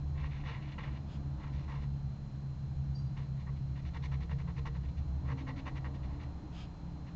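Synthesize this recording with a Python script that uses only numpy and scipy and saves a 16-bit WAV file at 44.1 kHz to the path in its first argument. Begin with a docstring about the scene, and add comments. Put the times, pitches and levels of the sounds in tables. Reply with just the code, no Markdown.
"""Brush pen on watercolour paper

A dry brush pen draws a few lines, one thin squeak, then two runs of quick hatching. The tip's fibres
catch on the paper's tooth and shake the pad; twice something glides lightly over the sheet.
Behind it a far engine and traffic drone through the walls of a quiet room, and electronics whine faintly."""
import sys
import numpy as np
from scipy import signal
from scipy.fft import rfft, irfft
from scipy.io import wavfile
from scipy.ndimage import uniform_filter1d

SR = 44100
rng = np.random.default_rng(int(sys.argv[2]) if len(sys.argv) > 2 else 0)


def unload_audio(sound):
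    """Save the sound as a 16-bit wav file, at the path given as the first command line argument."""
    columns = np.transpose(np.atleast_2d(sound))
    # keep every value between -1 and 1, then stretch to whole-number steps
    steps = np.round(np.clip(columns, -1, 1) * 32767)
    wavfile.write(sys.argv[1], SR, steps.astype(np.int16))


N = 315315
TIME = np.arange(N) / SR


def from_db(db):
    """Decibels to gain."""
    return 10 ** (np.asarray(db) / 20)


def rms_one(x):
    """Scale to unit power."""
    return x / np.sqrt(np.mean(x ** 2) + 1e-20)


def in_time(rows):
    """Automation: one curve per column after the time, straight between the points."""
    times, *columns = np.transpose(rows)
    return [np.interp(TIME, times, column) for column in columns]


def noise():
    """White noise."""
    return rng.standard_normal(N)


def drift(rate_hz):
    """A random wobble, mostly slower than rate_hz; rms 1."""
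    hz = np.fft.rfftfreq(N, 1 / SR)
    return rms_one(irfft(rfft(noise()) / (1 + (hz / rate_hz) ** 2), N))


def coloured(x, spectrum):
    """Shape x with an EQ curve that rolls off past both ends; rms 1."""
    hz, db = np.transpose(spectrum)
    grid = np.fft.rfftfreq(N, 1 / SR) + 1e-3
    gain = from_db(np.interp(np.log(grid), np.log(hz), db))
    skirts = np.minimum(grid / hz[0], 1) ** 2 * np.minimum(hz[-1] / grid, 1) ** 2
    return rms_one(irfft(rfft(x) * gain * skirts, N))


def resonate(x, modes, order=1):
    """Parallel resonances of alternating sign; a higher order has steeper skirts; rms 1."""
    out = 0
    for k, (hz, width, db) in enumerate(modes):
        r = np.exp(-np.pi * width / SR)
        gain = (1 - r * r) / 2
        section = [gain, 0, -gain, 1, -2 * r * np.cos(2 * np.pi * hz / SR), r * r]
        out = out + (-1) ** k * from_db(db) * signal.sosfilt([section] * order, x)
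    return rms_one(out)


def steady_rumble(modes, hold_s):
    """Noise ringing in narrow modes, its slow swings evened out and its quick beating kept."""
    ring = resonate(noise(), modes, order=2)
    return ring / np.sqrt(uniform_filter1d(ring ** 2, int(hold_s * SR)) + 1e-9)


def swells(rows, rise, fall):
    """One envelope per level column: each gesture peaks and dies away; small powers make it fuller."""
    power = 0
    for start, length, peak, *levels in rows:
        corners = start + length * np.array([0, np.clip(peak, .05, .95), 1])
        phase = np.interp(TIME, corners, [0, .5, 1])
        on, shape = (phase > 0) & (phase < 1), np.zeros(N)
        shape[on] = np.sin(np.pi * phase[on]) ** np.where(phase[on] < .5, rise, fall)
        power = power + from_db(levels)[:, None] ** 2 * shape ** 2
    return np.sqrt(power)


# Room tone EQ: freq_hz, gain_db
AIR_EQ = [(20, -5.5), (34, 6), (48, -0.5), (100, -4), (235, -13.5), (315, -15), (390, -22), (750, -24.5),
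          (1300, -30.5), (2200, -37), (4000, -40.5), (6000, -44.5), (7100, -48), (8000, -59.5)]
def still_air():
    """The quiet room's dark bed of noise."""
    return from_db(-49) * coloured(noise(), AIR_EQ)


# Whine partials: pitch_hz, rms_db
WHINE_TONES = [(721, -76), (4110, -76), (6510, -91), (7000, -93.5)]
def electronics():
    """Electronics whine in faint, steady sines."""
    return sum(from_db(db) * np.sqrt(2) * np.sin(2 * np.pi * hz * TIME) for hz, db in WHINE_TONES)


# Traffic EQ: freq_hz, gain_db
TRAFFIC_EQ = [(150, 6.5), (290, 4.5), (400, -6.5), (600, -3.5), (950, -3), (1400, -16.5), (2200, -24.5),
              (4000, -36)]
# Booming traffic resonances: pitch_hz, width_hz, gain_db
TRAFFIC_MODES = [(198.6, 22, -3), (282.9, 25, -8), (312.8, 16, -8.5)]
# Traffic fader: time_s, gain_db
TRAFFIC_FADER = [(0, -59.5), (1.4, -56.5), (2.2, -65), (4.6, -64.5), (5.5, -55.5), (6.2, -54), (6.7, -58)]
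def traffic():
    """Far traffic: a dull wash with a booming low end."""
    fader_db, = in_time(TRAFFIC_FADER)
    rumble = from_db(0.7) * steady_rumble(TRAFFIC_MODES, hold_s=0.21)
    return from_db(fader_db) * (coloured(noise(), TRAFFIC_EQ) + rumble)


def low_tone(start_s=5.12, length_s=.6, peak_fraction=.58, level_db=-50, pitch_hz=267.5):
    """A slightly wavering low tone swells once and fades."""
    level, = swells([(start_s, length_s, peak_fraction, level_db)], rise=0.99, fall=0.75)
    hz = pitch_hz * (1 + 0.0094 * drift(12))
    return level * np.sqrt(2) * np.sin(2 * np.pi * np.cumsum(hz) / SR)


# The boom's resonance: pitch_hz, width_hz, gain_db
BOOM_MODE = [(167.8, 8.5, 0)]
# Boom fader: time_s, level_db
BOOM_FADER = [(0, -60), (2.8, -55.5), (4.6, -46.5), (5.8, -58), (6.8, -49)]
def room_boom():
    """A narrow boom grows slowly in the room, sinks and returns."""
    fader_db, = in_time(BOOM_FADER)
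    return from_db(fader_db) * steady_rumble(BOOM_MODE, hold_s=0.41)


# The room's lowest modes: pitch_hz, width_hz, gain_db
LOW_MODES = [(65.76, 8, 1), (75.2, 6.6, 4)]
# Their fader: time_s, level_db
LOW_FADER = [(.25, -38.5), (.55, -46.5), (1.65, -40.5), (2.3, -52.5), (2.85, -40), (3.3, -52),
             (4.15, -39.5), (4.55, -42.5), (5.22, -36.5), (5.45, -47.5), (6.1, -40), (6.7, -51)]
# The room's upper modes: pitch_hz, width_hz, gain_db
UPPER_MODES = [(103.6, 5, -8), (121.44, 2.5, -2.5), (132.94, 18, -0.5)]
# Their fader: time_s, level_db
UPPER_FADER = [(0, -49), (3, -44), (5.12, -41.5), (5.9, -45.5), (7.15, -56.5)]
def engine_rumble():
    """The far engine's rough rumble booms in the room's modes."""
    (low_db,), (upper_db,) = in_time(LOW_FADER), in_time(UPPER_FADER)
    low = from_db(low_db) * steady_rumble(LOW_MODES, hold_s=0.16)
    upper = from_db(upper_db) * steady_rumble(UPPER_MODES, hold_s=0.31)
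    return low + upper


# Fader of the drone's first two harmonics: time_s, gain_db
DRONE_FADER = [(.2, -42.5), (1, -47), (1.95, -38.5), (2.3, -45.5), (2.95, -41), (4, -39.5), (4.55, -51),
               (5.12, -43), (6.1, -54)]
def engine_drone(firing_hz=71, sag_hz_per_s=.68, mode_hz=208.13, mode_width_hz=6, waver_db=1.4):
    """The firing rate sinks slowly; the third harmonic buzzes as it slides through a room mode."""
    fader_db, = in_time(DRONE_FADER)
    hz = firing_hz - sag_hz_per_s * TIME
    phase = 2 * np.pi * np.cumsum(hz * (1 + 0.0034 * drift(5.05))) / SR
    first, second, third = np.sqrt(2) * np.sin(np.outer([1, 2, 3], phase))
    hum = from_db(fader_db) * (from_db(-8) * first + second)
    in_mode = 1 / (1 + (2 * (3 * hz - mode_hz) / mode_width_hz) ** 2)
    buzz = from_db(-54) * in_mode * third
    return from_db(waver_db * drift(9.3)) * (hum + buzz)


# Light passes over the sheet: start_s, length_s, peak_fraction, level_db
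GLIDES = [(1.06, 0.125, 0.64, -61.5), (6.505, 0.17, 0.57, -57)]
# Swish EQ: freq_hz, gain_db
GLIDE_EQ = [(700, -12), (1350, -0.5), (1900, -10.5), (2500, -2), (3350, -1.5), (4200, -12), (5000, -7),
            (5700, -19), (6600, -13.5), (8000, -29.5)]
def glides():
    """With hardly any pressure the paper only gives a smooth, bright swish."""
    level, = swells(GLIDES, rise=1.2, fall=1.1)
    return level * coloured(noise(), GLIDE_EQ)


# The squeak and its faint tail: start_s, length_s, peak_fraction, level_db
SQUEAKS = [(2.946, .095, 0.18, -61), (3.0, .17, .15, -76)]
# Tip resonances: pitch_hz, width_hz, gain_db
SQUEAK_MODES = [(4710, 93, -3), (5500, 220, -21), (6400, 89, -21)]
def squeak():
    """The tip sticks and slips at its own high resonances."""
    level, = swells(SQUEAKS, rise=.7, fall=1.3)
    return level * resonate(noise(), SQUEAK_MODES, order=2)


# Hard catches of the tip: start_s, strength_db
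SNAGS = [(0.242, -33.5), (0.437, -38), (0.7819, -34.5), (0.8091, -48), (0.8434, -40), (1.6782, -43.5),
         (3.851, -43), (4.0367, -38), (4.294, -39), (4.4796, -44), (4.5795, -39), (4.655, -36),
         (4.7516, -41.5), (5.844, -36)]
# Body of pad and pen, for snags and rasp alike: pitch_hz, width_hz, gain_db
PAD_MODES = [(520, 86, -5), (877, 78, 0.5), (983, 77, 4), (1097, 90, 2.5), (1340, 54, -1.5),
             (1597, 220, -7), (1893, 100, 2.5), (2095, 170, -2.5), (2300, 260, -8.5), (2790, 120, -8.5)]
def snags():
    """Each sharp catch is a single click that rings the pad."""
    clicks = np.zeros(N)
    for start_s, db in SNAGS:
        clicks[round(start_s * SR)] = from_db(db)
    ring = signal.sosfilt(signal.butter(2, 4500, fs=SR, output="sos"), resonate(clicks, PAD_MODES))
    return from_db(-6.5) * ring * clicks.max() / np.abs(ring).max()


def catches(per_s, spread_db):
    """Fibres slip off the paper's grains: random clicks, many small and a few large."""
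    sizes = from_db(spread_db * np.minimum(rng.exponential(1, N), 4))
    return (rng.random(N) < per_s / SR) * sizes * rng.choice([-1, 1], N)


def pad_rasp(rasp, hiss, tooth, balanced_dig_db=5.5, tilt_db_per_db=0.49):
    """Slips shake the pad: a tip that digs in drives the lower modes, one that skims the upper."""
    ring = resonate(catches(per_s=4500, spread_db=2) * tooth, PAD_MODES)
    ring = rms_one(signal.sosfilt(signal.butter(2, 3000, fs=SR, output="sos"), ring))
    dig_db = np.clip(20 * np.log10((rasp + 1e-9) / (hiss + 1e-9)), 0, 20)
    tilt_db = tilt_db_per_db * (dig_db - balanced_dig_db)
    lower = signal.sosfiltfilt(signal.butter(3, 1450, fs=SR, output="sos"), ring)
    return rasp * (from_db(tilt_db / 2) * lower + from_db(-tilt_db / 2) * (ring - lower))


# The pad's hollow note: pitch_hz, width_hz, gain_db
HOLLOW_MODE = [(464.4, 26, 0)]
def pad_hollow(push):
    """The pad's hollow note rings on a little after the tip has left."""
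    return resonate(push * noise(), HOLLOW_MODE, order=2) * np.sqrt(np.mean(push ** 2))


# Tip hiss EQ: freq_hz, gain_db
FIBRE_EQ = [(900, -24.5), (1700, -6), (2300, 2.5), (2550, -3.5), (2920, 1), (3120, -10), (3520, -3.5),
            (3800, -6.5), (4400, -8.5), (5200, -17), (5900, -15), (6500, -20), (7200, -28.5), (8000, -37.5)]
def fibre_hiss(hiss, tooth, sharp_db):
    """Dense, tiny slips hiss in the tip; its sharpness lifts or dips the treble."""
    fibres = coloured(catches(per_s=8000, spread_db=0.5) * tooth, FIBRE_EQ)
    treble = signal.sosfiltfilt(signal.butter(2, 4000, "high", fs=SR, output="sos"), fibres)
    return hiss * (fibres + (from_db(sharp_db) - 1) * treble)


# Hatching runs, timed by stroke middles: first_s, last_s, stroke_count
HATCH_RUNS = [(3.782, 4.85, 13), (5.308, 6.048, 9)]
# Paper contact per swing, one row a run: first_fraction, last_fraction, return_rasp_loss_db
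HATCH_HAND = [(.64, 0.44, 6), (0.679, 0.41, 7.5)]
# Hand pressure through the hatching: time_s, rasp_db, hiss_db
HATCH_PRESSURE = [(3.78, -61, -65.5), (3.96, -51, -61), (4.05, -50, -58), (4.31, -52.5, -62.5),
                  (4.401, -52, -62.5), (4.49, -53.5, -66.5), (4.67, -48, -59), (4.761, -48.5, -68),
                  (4.85, -65.5, -68.5), (5.31, -46, -61), (5.68, -47, -57), (5.86, -47, -62),
                  (5.961, -57, -68), (6.05, -60, -65.5)]
def hatching(peak_fraction=0.51, return_hiss_db=1):
    """Strokes of an evenly swinging hand: pushes rasp, lighter returns hiss; all shorten through a run."""
    times, rasps, hisses = np.transpose(HATCH_PRESSURE)
    strokes = []
    for (first, last, count), (first_share, last_share, return_loss_db) in zip(HATCH_RUNS, HATCH_HAND):
        middles, swing_s = np.linspace(first, last, count, retstep=True)
        lengths = swing_s * np.linspace(first_share, last_share, count)
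        returning = np.arange(count) % 2
        rasp_db = np.interp(middles, times, rasps) - returning * return_loss_db
        hiss_db = np.interp(middles, times, hisses) + returning * return_hiss_db
        strokes += zip(middles - lengths / 2, lengths, np.full(count, peak_fraction), rasp_db, hiss_db)
    return strokes


# Single lines and dabs: start_s, length_s, peak_fraction, rasp_db, hiss_db
PEN_LINES = [(.14, .15, 0.8, -55.5, -59.5), (.285, 0.18, 0.4, -61, -60), (.436, 0.13, .36, -48, -51),
             (.52, 0.13, 0.14, -53.5, -60), (.604, 0.17, 0.6, -62.5, -59), (.778, .18, 0, -50, -55.5),
             (.91, .09, .55, -63, -61.5), (1.376, .17, .35, -57.5, -68.5), (1.523, 0.18, 0.1, -61, -64),
             (1.678, 0.16, 0.13, -51.5, -63.5), (1.795, .07, .65, -59, -64.5),
             (3.162, 0.12, 0.1, -59, -63.5), (3.367, 0.08, .55, -65, -68.5), (3.46, .055, 0.5, -58, -80),
             (3.56, 0.027, 0.3, -66, -69.5), (4.878, 0.033, 0.5, -73, -71.5),
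             (4.965, 0.049, .45, -74, -65.5), (5.245, .07, .55, -56.5, -67), (6.07, 0.15, 0.1, -65, -73),
             (6.186, 0.093, .35, -59.5, -64), (7.062, .06, .15, -62, -68)]
# How the pen sits on the sheet: time_s, hollow_db, sharpness_db
PEN_TOUCH = [(.9, -14, -9), (1.6, -11.5, 3), (3.2, -10.5, -1.5), (4.05, -14, 3), (4.35, -6.5, -0.5),
             (4.7, -5, 6.5), (5.3, -13, 0.5)]
def pen():
    """Strokes shake the pad and hiss in the tip; bumps in the paper make both flutter together."""
    rasp, hiss = np.hypot(swells(PEN_LINES, rise=.8, fall=1.5), swells(hatching(), rise=.6, fall=.7))
    hollow_db, sharp_db = in_time(PEN_TOUCH)
    tooth = from_db(2 * drift(52))
    pad = from_db(-0.4) * pad_rasp(rasp, hiss, tooth)
    hollow = from_db(0.5) * pad_hollow(rasp * from_db(hollow_db))
    fibres = from_db(1.03) * fibre_hiss(hiss, tooth, sharp_db)
    return pad + hollow + fibres


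def room(x, t60_s, wet_db):
    """Add a short, weak tail of scattered reflections."""
    t = TIME[:SR // 2]
    tail = rng.standard_normal(len(t)) * from_db(-60 * t / t60_s) * (t > .004)
    return x + from_db(wet_db) * signal.fftconvolve(x, tail / np.linalg.norm(tail))[:N]


def scene():
    """A mono mix: the drawing close by, the rest far behind it."""
    drawing = room(pen() + snags() + glides() + squeak(), t60_s=0.19, wet_db=-14)
    engine = engine_drone() + engine_rumble()
    ambience = still_air() + traffic() + low_tone() + room_boom() + electronics()
    return (drawing + engine + ambience)[None]


def record(dry):
    """A narrow-band microphone: the top is cut steeply."""
    cutoff_hz = 7900
    return signal.sosfilt(signal.ellip(10, .1, 80, cutoff_hz, fs=SR, output="sos"), dry)


dry = scene()
out = record(dry)
unload_audio(out)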